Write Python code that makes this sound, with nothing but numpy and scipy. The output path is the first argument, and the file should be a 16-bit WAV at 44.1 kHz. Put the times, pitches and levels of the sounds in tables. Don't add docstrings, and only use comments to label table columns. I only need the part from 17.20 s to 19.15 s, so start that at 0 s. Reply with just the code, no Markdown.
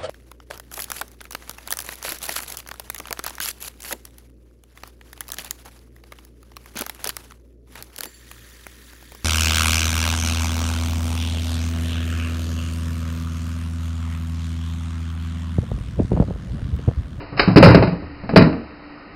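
import sys
import numpy as np
from scipy import signal
from scipy.fft import rfft, irfft
from scipy.io import wavfile
from scipy.ndimage import uniform_filter1d

SR = 44100
rng = np.random.default_rng(int(sys.argv[2]) if len(sys.argv) > 2 else 0)


def dump_mix(stems):
    frames = np.atleast_2d(stems).T
    limited = np.clip(frames, -1, 1)
    pcm = np.round(limited * 32767).astype(np.int16)
    wavfile.write(sys.argv[1], SR, pcm)


def undo_db(level):
    steps = np.asarray(level, float) / 20
    return 10 ** steps


N = 85995

# start in seconds, cabinet boom in dB, crack in dB,
# boom centre in Hz, damping factor (a multiplier of every decay time).
RELEASE_BLOWS = [
    (.003, -39, -37, 400, 3.3),
    (.122, -23, -41, 140, 2.5),
    (0.168, -39, -31, 990, 0.49),
    (.174, -44.5, -26, 905, 4.5),
    (.194, -25, -2.5, 863, 0.57),
    (0.231, -29, -25.5, 324, 1.2),
    (0.275, -2.5, -23.5, 183.5, 1.7),
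    (.279, -19, -24, 466, 0.79),
    (0.309, -24, -34.5, 117, 0.38),
]
TUMBLE_BLOWS = [(.359, 12.5, -11, 159.5, 0.4), (0.367, 2.5, -4.5, 420, 0.48),
                (.374, 9.5, -5.5, 289.7, 0.52), (0.402, 0.5, -19.5, 250, 1.07), (.419, 6, -12.5, 130, 0.27),
                (.427, 16.5, 7.5, 520, 0.43), (.435, 8, -10.5, 165, 0.95), (.458, 9, -8.5, 117, 0.93),
                (.485, -10.5, -14.5, 280, 1.36), (.498, -11.5, -13.5, 300, .8),
                (0.511, -14.5, -19.5, 500, 2.6), (.546, 9.5, -4, 420, 0.35), (.549, 2.5, -16, 173.7, .75),
                (.570, -2.5, -13.5, 270, 0.7), (.595, -3.5, -30, 125, 0.74), (.624, -6, -12.5, 605, 0.53),
                (.626, -9.5, -44, 400, 0.38), (.630, -7.5, -21.5, 181.3, 0.99), (.672, -15, -23, 520, 0.49),
                (0.676, -10, -33, 175, 1.2), (.720, -26, -38.5, 170, 2.6), (0.821, -27, -47, 80, 2.7)]
LANDING_BLOWS = [(1.035, -20, -38.5, 194, 1.1), (1.091, -17, -22, 253, 0.74),
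                 (1.109, -17.5, -38.5, 231.5, 1.1), (1.134, -4.5, -30, 185.6, .55),
                 (1.137, -12.5, -42, 464, .55), (1.160, 7.5, 0.5, 443, 0.67), (1.168, 8, -7.5, 179.2, 1.05),
                 (1.194, -7, -22, 303, 0.37), (1.206, -8, -23, 112, 1.7), (1.220, 0.5, -16, 241.5, 0.59),
                 (1.239, -4.5, -22, 179, 0.66), (1.255, -4.5, -29, 236, 1.03), (1.271, -9, -30, 205, 0.37),
                 (1.295, -18, -28.5, 277, 0.4), (1.327, -35, -30, 232, 1.2), (1.366, -48.5, -42, 131, 1.2),
                 (1.410, -34, -45, 100, 1.5), (1.609, -51.5, -60, 290, 0.54)]
# frequency in Hz, level in dB, 60 dB decay time in seconds.
CABINET_MODES = [(73.1, -8.5, 0.61), (117, -5, 0.29), (161.5, -2, 0.13), (174.9, -6.5, .16),
                 (235.7, -11, 0.22), (281.1, -.5, 0.12), (306.4, -19.5, 0.48), (387, -3, .13),
                 (456.6, -3.5, 0.16), (525, -4, 0.064), (611.3, 8.5, 0.058), (820, -4, 0.034),
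                 (862, -12, 0.27), (990, -11.5, 0.1)]
# frequency in Hz, level in dB per Hz.
CRACK_SPECTRUM = [(80, -15), (250, 5.5), (600, 5.7), (1300, 2), (2700, -5), (4000, -8.5), (5500, -12.5)]
# frequency in Hz, 60 dB decay time in seconds.
ROOM_DECAY = [(100, 0.4), (400, 0.46), (1500, 0.32), (5000, 0.37)]
# frequency in Hz, line width in Hz, level in dB.
MOTOR_LINES = [(44, 8, -54.5), (173, 30, -54), (290, 8.7, -50), (299, 11, -57), (329, 12, -75.5),
               (1254, 49, -56.5), (1882, 60, -54.5)]
# frequency in Hz, level in dB per Hz.
AIR_SPECTRUM = [(30, -16.5), (100, -13), (200, -1), (400, -4), (1400, -7.5), (1650, -12.5), (2100, -11),
                (5000, -19)]
# time in seconds, level in dB.
GRIP_LEVEL = [(0, -40), (.15, -42), (.23, -24), (.3, -44), (0.601, -35), (0.902, -41.5), (1.098, -36.5),
              (1.5, -50.5), (1.95, -54)]
# frequency in Hz, level in dB per Hz.
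GRIP_SPECTRUM = [(15, -2), (40, -3), (80, -4.8), (130, -10.5), (300, -41.5)]
# frequency in Hz, level in dB.
GRIT_SPECTRUM = [(200, -11), (1000, -5.5), (3000, -6.5), (5000, 0.5)]
# frequency in Hz, gain in dB.
PASS_BAND = [(2800, 0), (3100, -8), (3250, -28), (3330, -58), (3450, -58), (3530, -32), (3700, -11),
             (3900, -2), (5150, -1), (5300, -8), (5450, -25), (5560, -60), (5700, -100)]


def unit_rms(x):
    return x / np.sqrt(np.mean(x ** 2) + 1e-20)


def read(points, hz):
    f, value = np.transpose(points)
    return np.interp(np.log(hz + 1), np.log(f + 1), value)


def colour(x, spectrum):
    hz = np.fft.rfftfreq(len(x), 1 / SR)
    return irfft(rfft(x) * undo_db(read(spectrum, hz)), len(x))


def add(mix, start_s, sound):
    part = mix[round(start_s * SR):][:len(sound)]
    part += sound[:len(part)]


def boom(db, centre_hz, damping):
    spread_octaves, rise_s, detune, spot_db = 0.71, 0.0024, 0.019, 1.5
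    panel = (centre_hz, 4, 0.11)  # Hz, dB, decay in seconds
    t = np.arange(SR // 2) / SR
    hz, mode_db, t60 = np.transpose(CABINET_MODES + [panel])[:, :, None]
    spot, tune = rng.standard_normal((2, len(hz), 1))
    octaves_away = np.log2(hz / centre_hz)
    level_db = mode_db + spot_db * spot - 6 * (octaves_away / spread_octaves) ** 2
    decay = undo_db(level_db - 60 * t / (t60 * damping))
    modes = decay * np.sin(2 * np.pi * hz * (1 + detune * tune) * t - hz / 120)
    rise = (1 - np.exp(-t * centre_hz / 200 / rise_s)) ** 2
    return undo_db(db) * modes.sum(0) * rise / np.linalg.norm(undo_db(level_db))


def crack(db, centre_hz, damping):
    rise_s, burst_t60 = 0.0013, 0.074
    chatter_per_s, chatter_db, chatter_t60, panel_t60 = 1500, -17.5, 0.29, 0.04
    tick_db, tick_delay_s = 7, .001
    dull_hz, dull_db_per_octave = 400, 2.5
    t = np.arange(SR // 3) / SR
    burst, size, ring = rng.standard_normal((3, len(t)))
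    burst = burst * (1 - np.exp(-t / rise_s)) * undo_db(-60 * t / (burst_t60 * damping))

    hits = rng.random(len(t)) < chatter_per_s / SR
    ticks = size * hits * undo_db(chatter_db - 60 * t / (chatter_t60 * damping))
    ring = ring[:2000] * undo_db(-60 * t[:2000] / panel_t60)
    noise = burst + signal.fftconvolve(ticks, ring)[:len(t)]
    noise[int(tick_delay_s * SR)] += undo_db(tick_db)

    tilt = dull_db_per_octave * np.log2(centre_hz / dull_hz)
    tone = [(hz, level + tilt * np.log2(hz / 1500)) for hz, level in CRACK_SPECTRUM]
    lead = np.zeros(300)
    return undo_db(db) * colour(np.r_[lead, noise, lead], tone)[len(lead):]


def room(x):
    hz, t, z = signal.stft(rng.standard_normal(SR), SR, nperseg=512)
    decay = undo_db(-60 * t / read(ROOM_DECAY, hz)[:, None])
    tail = signal.istft(z * decay, SR, nperseg=512)[1]
    tail = np.r_[np.zeros(200), tail]
    return signal.fftconvolve(x, tail / np.linalg.norm(tail))[:N]


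def fan_air():
    air_db, patch_db = -42.5, .8
    frames, hz = N // 256 + 5, np.fft.rfftfreq(1024, 1 / SR)
    a, b, patches = rng.standard_normal((frames, 513, 3)).T
    patches = uniform_filter1d(patches, size=10, axis=0)
    patches = unit_rms(uniform_filter1d(patches, size=12, axis=1))
    z = (a + 1j * b) * undo_db(read(AIR_SPECTRUM, hz)[:, None] + patch_db * patches)
    return undo_db(air_db) * unit_rms(signal.istft(z, nperseg=1024, noverlap=768)[1][:N])


def motor():
    blade_hz, blade_db, blade_wander_hz = 290.3, -43, 2.08
    t, out = np.arange(N) / SR, np.zeros(N)
    for hz, width, db in MOTOR_LINES:
        r = np.exp(-np.pi * width / SR)
        push = rng.standard_normal(N) + 1j * rng.standard_normal(N)
        push[0] += np.sqrt(SR / width)
        drift = signal.lfilter([1], [1, -r], push)
        out += undo_db(db) * unit_rms((drift * np.exp(2j * np.pi * hz * t)).real)
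    wander = unit_rms(uniform_filter1d(rng.standard_normal(N), size=6000))
    phase = 2 * np.pi * np.cumsum(blade_hz + blade_wander_hz * wander) / SR
    return out + undo_db(blade_db) * np.sin(phase)


def grip():
    s, db = np.transpose(GRIP_LEVEL)
    level = undo_db(np.interp(np.arange(N) / SR, s, db))
    return level * unit_rms(colour(rng.standard_normal(N), GRIP_SPECTRUM))


def scene():
    room_db, crack_gain = -8.5, 2.92
    knocks = np.zeros(N)
    for start_s, boom_db, crack_db, centre_hz, damping in RELEASE_BLOWS + TUMBLE_BLOWS + LANDING_BLOWS:
        add(knocks, start_s, boom(boom_db, centre_hz, damping))
        add(knocks, start_s, crack_gain * crack(crack_db, centre_hz, damping))
    return (knocks + undo_db(room_db) * room(knocks) + fan_air() + motor() + grip())[None]


def band_limit(x):
    return signal.sosfilt(signal.butter(12, 5550, fs=SR, output="sos"), x)


def record(dry):
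    mute_s, mute_end_s, mute_db = .352, .3588, -22
    sub_cut_hz, headroom = 26, 1.04
    grit_db, grit_from = -16.5, 0.4
    stage_gain, knee = 1.05, 22
    t = np.arange(N) / SR
    muted = (t > mute_s) & (t < mute_end_s)
    mute = uniform_filter1d(np.where(muted, undo_db(mute_db), 1.), size=40)
    x = signal.lfilter(*signal.butter(1, sub_cut_hz, "high", fs=SR), dry * mute)

    x = np.clip(x, -headroom, headroom)
    strain = np.maximum(uniform_filter1d(abs(x), size=400) - grit_from, 0)
    x = x + undo_db(grit_db) * 10 * strain * colour(rng.standard_normal(N), GRIT_SPECTRUM)

    hz = np.linspace(0, SR / 2, 4097)
    taps = signal.firwin2(4095, hz, undo_db(read(PASS_BAND, hz)), window=("kaiser", 10), fs=SR)
    x = stage_gain * signal.oaconvolve(x, taps[None], "same")
    finished = x / (1 + abs(x) ** knee) ** (1 / knee)
    return band_limit(finished)


dry = scene()
out = record(dry)
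dump_mix(out)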